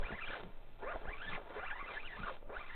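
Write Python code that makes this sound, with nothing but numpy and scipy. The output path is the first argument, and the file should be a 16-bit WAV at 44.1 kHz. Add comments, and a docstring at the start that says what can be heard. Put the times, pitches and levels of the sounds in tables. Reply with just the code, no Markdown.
"""A spinning reel is cranked in five spurts, close to a small camera on a boat on a calm lake.
From the start, gear teeth whine as harmonics of an uneven tooth rate, over a rasp of dense grains and fine ticks.
Low noise makes the camera's rumble and the lake's wash; soft bumps and air pushes come and go.
Decaying tones knock in the handle from 0.1 s, and runs of clacks rattle the slack gears from 0.3 s.
The recorder keeps only the low treble, and adds faint hiss and whistles throughout."""
import sys
import numpy as np
from scipy import signal
from scipy.fft import rfft, irfft
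from scipy.io import wavfile
from scipy.ndimage import uniform_filter1d

SR = 44100
rng = np.random.default_rng(int(sys.argv[2]) if len(sys.argv) > 2 else 0)


def dump_mix(stems):
    """Bounce the given channels to the path in sys.argv[1] as a 16-bit WAV at rate SR."""
    frames = np.atleast_2d(stems).T  # one column per channel
    limited = np.clip(frames, -1, 1)  # hard clip at full scale
    pcm = np.round(limited * 32767).astype(np.int16)
    wavfile.write(sys.argv[1], SR, pcm)


N = 121275
TIME, BINS = np.arange(N) / SR, np.fft.rfftfreq(N, 1 / SR)

# the crank's speed and its whine, before trims: t/s, tooth rate f/Hz, tone level/dB, octave level/dB
CRANK = [(0.0, 380, -58.5, -84), (0.03, 714, -54.5, -51), (0.05, 1180, -56.5, -55.5),
         (0.066, 1225, -68, -51.5), (0.102, 1458, -49.5, -64.5), (0.125, 831, -55, -47),
         (0.165, 1123, -58, -56.5), (0.19, 892, -82, -53.5), (0.219, 1384, -49, -53),
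         (0.243, 1141, -71, -47.5), (0.271, 1731, -52, -57), (0.293, 1091, -62.5, -52.5),
         (0.311, 1743, -52, -66), (0.323, 1370, -56.5, -56), (0.345, 1480, -49.5, -65),
         (0.355, 997, -53.5, -56), (0.37, 539.8, -48.5, -50), (0.4, 350.2, -79, -70),
         (0.48, 251.3, -97, -71.5), (0.795, 340, -72, -73.5), (0.834, 400, -46, -53.5),
         (0.86, 498.2, -47, -55.5), (0.887, 601, -47.5, -45.5), (0.917, 733.3, -44, -56),
         (0.945, 520, -48.5, -52), (0.968, 389, -57.5, -70), (1.04, 421.5, -80.5, -57),
         (1.08, 748.6, -55, -55), (1.112, 1010, -55, -55), (1.135, 1190, -60.5, -53.5),
         (1.155, 1090, -55, -59), (1.195, 1340, -63, -61.5), (1.208, 1293, -51, -57),
         (1.232, 1687, -62, -61), (1.25, 1564, -53.5, -56), (1.272, 1780, -63, -67.5),
         (1.286, 1710, -48.5, -48.5), (1.305, 1777, -68, -66), (1.325, 1117, -47.5, -53),
         (1.352, 1198, -54, -47), (1.38, 419, -52, -56.5), (1.46, 251.1, -98, -90), (1.54, 328.7, -64, -52),
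         (1.568, 430.5, -48, -56), (1.61, 654, -58.5, -49.5), (1.635, 730.5, -50, -49.5),
         (1.652, 886, -45.5, -50.5), (1.675, 1346, -52.5, -48.5), (1.69, 1325, -53, -58.5),
         (1.71, 799.6, -49, -44), (1.73, 833, -52.5, -54.5), (1.76, 1001, -49, -54.5),
         (1.78, 895, -51, -54.5), (1.803, 1152, -50, -50), (1.818, 1154, -44.5, -51),
         (1.85, 1010, -72, -59), (1.88, 1351, -52.5, -54), (1.9, 1174, -56, -60), (1.935, 1098, -69, -55),
         (1.977, 828, -48, -57), (2.007, 1308, -70, -53), (2.032, 1178, -57.5, -62),
         (2.063, 1567, -63.5, -50), (2.09, 1020, -66.5, -60.5), (2.16, 866.4, -52.5, -52.5),
         (2.2, 1328, -51.5, -70), (2.222, 1203, -62, -59), (2.24, 1450, -55, -64),
         (2.256, 1404, -52.5, -59), (2.27, 1087, -44, -58.5), (2.284, 1170, -43, -68),
         (2.302, 584.7, -49, -51), (2.37, 280, -75, -98), (2.46, 292, -78, -59), (2.495, 400, -53, -88),
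         (2.53, 550, -53, -57.5), (2.57, 733, -54, -48), (2.582, 863, -54, -65), (2.608, 1233, -54.5, -56),
         (2.645, 1000, -65, -63), (2.665, 1263, -57, -59), (2.687, 1176, -68, -58), (2.705, 904, -58, -57),
         (2.75, 980, -58, -59)]
# the rasp in three bands, before trims: t/s, low level/dB, middle level/dB, treble level/dB
RASP = [(0.0, -45.5, -59, -60), (0.07, -49, -41.5, -56.5), (0.13, -44.5, -59, -59.5),
        (0.21, -58.5, -46.5, -61), (0.33, -44.5, -48, -48), (0.5, -57, -64, -70.5), (0.78, -66, -76, -73),
        (0.83, -40, -44.5, -61), (0.93, -63.5, -36, -63), (0.96, -33.5, -50, -59.5),
        (0.98, -49, -57.5, -59.5), (1.06, -46.5, -57, -65), (1.17, -54.5, -53.5, -61.5),
        (1.36, -45, -50, -49.5), (1.39, -44.5, -50, -63), (1.45, -55, -57.5, -69),
        (1.58, -44.5, -44, -57.5), (1.69, -60.5, -44, -65), (1.74, -56.5, -49, -63.5),
        (1.87, -53.5, -47, -63), (1.94, -47.5, -50.5, -52.5), (2.08, -57.5, -60.5, -62),
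        (2.29, -48, -48, -54.5), (2.34, -52, -56, -57), (2.47, -64.5, -83, -87), (2.5, -44, -45, -74),
        (2.56, -50.5, -52.5, -57.5), (2.75, -68, -51, -60)]
# colour of the scraping and clacking parts: f/Hz, relative density level/dB
RASP_COLOUR = [(88, -37.5), (150, -16), (200, -13.5), (270, -10.5), (400, -4), (585, -1), (780, -6),
               (1000, 2.5), (1200, 5), (1460, 1.5), (1830, -0.5), (2050, -2.5), (2660, -8.5), (3050, -17),
               (3600, -10.5), (4140, -17), (5400, -25), (9000, -100)]
# rattles of the slack gears: start t/s, length t/s, level at the height of the swell/dB
RATTLES = [(0.276, 0.1103, -53.5), (1.299, 0.0808, -56), (1.887, 0.108, -55), (2.252, 0.058, -52)]


def amp(db):
    """Decibels to gain."""
    return 10 ** (np.asarray(db) / 20)


def unit(x):
    """Scales to rms 1."""
    return x / np.sqrt(np.mean(x ** 2) + 1e-20)


def curve(table, axis=1):
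    """One column of a time table, drawn as straight lines through every sample."""
    table = np.array(table)
    return np.interp(TIME, table[:, 0], table[:, axis])


def colour(x, points):
    """Filters by a spectrum of (f/Hz, level/dB) points on a log frequency scale; rms 1."""
    hz, db = np.transpose(points)
    gain = amp(np.interp(np.log(BINS + 1), np.log(hz + 1), db))
    return unit(irfft(rfft(x) * gain, N))


def wander(hz):
    """Random drift up to about a given rate; rms 1."""
    return unit(irfft(rfft(rng.standard_normal(N)) / (1 + (BINS / hz) ** 4), N))


def add(mix, s, sound):
    """Mixes a sound in at a time in seconds."""
    part = mix[max(round(s * SR), 0):][:len(sound)]
    part += sound[:len(part)]


def uneven_hits(per_s, spread_db, drift_hz):
    """Marks hits at a mean rate that drifts, so that their gaps are uneven."""
    rate = per_s * amp(spread_db * wander(drift_hz))
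    return np.diff(np.floor(np.cumsum(rate) / SR), prepend=0) > 0


def body(x):
    """The reel's housing lifts its own resonances, each a simple resonant peak on the direct sound."""
    # resonances of the housing: centre f/Hz, width f/Hz, lift level/dB
    resonances = [(420.3, 37, 5.5), (686, 27, 5), (855, 160, 6), (1229, 20, 5.5), (1415, 59, 10.5),
                  (1594, 140, 6), (1750, 82, 5), (2027, 36, 6.5), (2152, 11, 1.5), (2316, 33, 8),
                  (2680, 90, 3), (3116, 30, 11.5), (3297, 58, 3.5), (3410, 110, 1.5)]
    gain = 1 + sum((amp(db) - 1) / (1 + 2j * (BINS - hz) / width) for hz, width, db in resonances)
    return irfft(rfft(x) * gain, N)


def ring(x):
    """The many close modes of rod and reel ring on briefly, as a decaying noise tail, and bead a glide."""
    t60_s, share = 0.045, 0.38  # share of the power that rings
    t = np.arange(SR // 10) / SR
    tail = rng.standard_normal(len(t)) * amp(-60 * t / t60_s)
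    ringing = signal.oaconvolve(x, tail / np.linalg.norm(tail))[:N]
    return np.sqrt(1 - share) * x + np.sqrt(share) * ringing


def slack():
    """How loose the gears run, 0 to 1: loosest in the middle of a rattle."""
    out = np.zeros(N)
    for s, length, _ in RATTLES:
        add(out, s, np.hanning(int(length * SR)))
    return out


def gears():
    """Meshing teeth: four rough harmonics of the tooth rate smear when slack; speed lifts the octave."""
    speed_jitter, slack_jitter, jitter_hz = 0.022, 0.07, 260  # jitter as a share of the rate, rms
    tooth_rough, rough_hz = 0.36, 300
    beat_db, beat_hz = 2.5, 53
    octave_lift_db, lift_from_hz = 1, 1150
    upper_fade_hz = 3700

    rate = uniform_filter1d(curve(CRANK), size=200)
    jitter = (speed_jitter + slack_jitter * slack()) * wander(jitter_hz)
    phase = 2 * np.pi * np.cumsum(rate * (1 + jitter)) / SR
    first, octave = curve(CRANK, axis=2), curve(CRANK, axis=3)
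    lift = octave_lift_db / (1 + (lift_from_hz / rate) ** 8)
    levels = [first - 1.5 + 0.5, octave - 1.5 + lift, octave - 14, octave - 11]
    out = np.zeros(N)
    for k, db in enumerate(levels, 1):
        # complex noise roughens both strength and phase of the contact
        roughness = wander(rough_hz) + 1j * wander(rough_hz)
        contact = (1 + tooth_rough * roughness) * amp(beat_db * wander(beat_hz))
        tone = unit((np.exp(1j * k * phase) * contact).real)
        # the third and fourth harmonics fade as they climb
        fade = 1 / (1 + (k * rate / upper_fade_hz) ** 8) if k > 2 else 1
        out += amp(db) * fade * tone
    return ring(body(out))


def rasp(low_hz=900, high_hz=2400, flutter_db=2, flutter_hz=60):
    """Rotor and line scrape in dense tiny grains over smooth noise that ring the housing."""
    grains_per_s, spread_db, smooth = 1500, -3, 0.75
    low_db, mid_db, top_db = -6, -11, -4.5  # trims of the three bands

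    hits = (rng.random(N) < grains_per_s / SR) * rng.choice([-1, 1], N)
    grains = hits * amp(spread_db * np.minimum(rng.exponential(1, N), 4))
    scrape = unit(grains) + smooth * rng.standard_normal(N)
    drive = scrape * amp(flutter_db * wander(flutter_hz))
    spectrum = rfft(body(colour(drive, RASP_COLOUR)))
    low = 1 / (1 + (BINS / low_hz) ** 8)
    top = 1 - 1 / (1 + (BINS / high_hz) ** 8)
    out = np.zeros(N)
    for k, (band, db) in enumerate([(low, low_db), (1 - low - top, mid_db), (top, top_db)], 1):
        out += unit(irfft(spectrum * band, N)) * amp(db + curve(RASP, axis=k))
    return out


def ticks():
    """Fine, separate ticks of the mechanism ring the housing and follow the treble of the rasp."""
    # colour of the ticks: f/Hz, relative density level/dB
    tick_colour = [(150, -8.5), (700, -2), (4000, -12.5), (7000, -29)]
    per_s, spread_db, trim_db = 70, 4.5, -7
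    hits = uneven_hits(per_s, 5, per_s) * rng.choice([-1, 1], N)
    sizes = hits * amp(spread_db * np.minimum(rng.exponential(1, N), 3))
    return body(colour(sizes, tick_colour)) * amp(trim_db + curve(RASP, axis=3))


def handling(rumble_db=1):
    """Noise bumps, soft pushes of air as the camera jolts, and a rumble that settles as the hand rests."""
    # rumble of the moving camera, before trims: t/s, level/dB
    rumble_level = [(0.0, -38.5), (0.18, -48), (0.67, -47), (0.7, -46.5), (1.09, -47), (1.19, -46.5),
                    (1.73, -46.5), (1.75, -50), (2.5, -46), (2.58, -47), (2.62, -52.5), (2.75, -45.5)]
    # colour of the rumble: f/Hz, relative density level/dB
    rumble_colour = [(2, -22.5), (7, 6), (14, 10.5), (26, -2.5), (50, -18), (100, -21), (200, -28.5),
                     (600, -70.5)]
    # handling bumps: start t/s, length t/s, level before the swell/dB
    bumps = [(.1, 0.063, -45.5), (0.281, 0.025, -44), (0.421, 0.093, -51), (1.035, 0.065, -53.5),
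             (1.25, 0.08, -50), (1.311, 0.057, -46.5), (2.179, 0.081, -45.5)]
    # colour of the bumps: f/Hz, relative density level/dB
    bump_colour = [(30, 3.5), (80, -7.5), (130, -1.5), (160, -3), (190, 3.5), (230, -5), (290, -15.5),
                   (500, -15.5), (1500, -42)]
    # pushes of air: start t/s, length t/s, peak level/dB
    pushes = [(0.038, 0.015, -37), (0.945, 0.023, -34), (1.08, 0.018, -34.5), (2.569, 0.025, -38)]
    rest_db, rest_below_hz = -5, 287  # a tooth rate below this counts as rest

    resting = 1 / (1 + (curve(CRANK) / rest_below_hz) ** 8)
    level = curve(rumble_level) + rumble_db + rest_db * resting
    out = colour(rng.standard_normal(N), rumble_colour) * amp(level)
    for s, length, db in bumps:
        thud = colour(rng.standard_normal(N), bump_colour)[:int(length * SR)]
        swell = np.sin(np.linspace(0, np.pi, len(thud)))
        add(out, s, amp(db) * thud * swell)
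    for s, length, db in pushes:
        add(out, s, amp(db) * np.hanning(int(length * SR)))
    return out


def lake():
    """Faint wash of water and air: steady coloured noise."""
    # colour of the wash: f/Hz, relative density level/dB
    lake_colour = [(35, -35.5), (60, -20), (102, -6), (197, -6), (306, -3), (704, -25), (1460, -17.5),
                   (2660, -16.5), (2800, -20), (4140, -27.5), (5380, -38.5), (9110, -120)]
    return amp(-69.5) * colour(rng.standard_normal(N), lake_colour)


def knocks():
    """Play in the handle: a click of noise and a short dull ring, a decaying sine."""
    # knocks of the handle: t/s, peak level of the ring/dB, ring f/Hz, 60 dB ring time t/s
    handle_knocks = [(0.107, -33, 407, 0.015), (.304, -34.5, 500, 0.015), (.343, -34.5, 1480, 0.028),
                     (0.43, -45, 369.8, 0.075), (.9595, -28, 642, 0.026), (1.055, -34.5, 630, 0.0087),
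                     (1.378, -37.5, 765, 0.023), (1.469, -51, 903, 0.007), (1.505, -42, 507, 0.027),
                     (1.56, -54, 453.5, .03), (1.728, -39.5, 845, 0.042), (1.828, -38.5, 401.5, 0.0093),
                     (1.865, -50, 458.4, 0.0077), (2.233, -37.5, 1423, 0.049), (2.374, -52, 910, 0.0041),
                     (2.428, -46, 508, 0.024)]
    click_s, click_db = 0.0008, -12  # decay constant; level against the ring
    out, t = np.zeros(N), np.arange(3000) / SR
    grit = colour(rng.standard_normal(N), RASP_COLOUR)
    for s, db, hz, t60 in handle_knocks:
        click = grit[int(s * SR):][:len(t)] * np.exp(-t / click_s)
        tone = -np.sin(2 * np.pi * hz * t) * amp(-60 * t / t60)
        add(out, s, amp(db) * (tone + amp(click_db) * click))
    return out


def rattle():
    """Unloaded teeth clack against each other in quick, uneven runs as the hand eases off."""
    per_s, spread_db = 270, 1
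    hits = uneven_hits(per_s, 3, 200) * rng.choice([-1, 1], N)
    clacks = hits * amp(spread_db * rng.standard_normal(N))
    swell = np.zeros(N)
    for s, length, db in RATTLES:
        add(swell, s, amp(db) * np.hanning(int(length * SR)))
    return swell * unit(body(colour(clacks, RASP_COLOUR)))


def scene():
    """Reel, handling and lake at one microphone."""
    reel = gears() + rasp() + ticks() + knocks() + rattle()
    return (reel + handling() + lake())[None]


def record(dry):
    """A narrow-band recorder: a low-pass on the scene, then its own faint hiss and whistles, then a top cut."""
    # whistles of the recorder: f/Hz, peak level/dB
    whistle_tones = [(6000, -105), (7500, -104), (9000, -99), (10500, -103), (12000, -88)]
    cutoff_hz, hiss_db = 4100, -93  # hiss level before the top cut
    treble_cut = signal.firwin(161, cutoff_hz, window=("kaiser", 7), fs=SR)[None]
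    top_cut = signal.firwin(511, 13500, window=("kaiser", 9), fs=SR)[None]
    narrow = signal.oaconvolve(dry, treble_cut, "same")
    whistles = sum(amp(db) * np.sin(2 * np.pi * hz * TIME) for hz, db in whistle_tones)
    out = narrow + amp(hiss_db) * rng.standard_normal(N) + whistles
    return signal.oaconvolve(out, top_cut, "same")


dry = scene()
out = record(dry)
dump_mix(out)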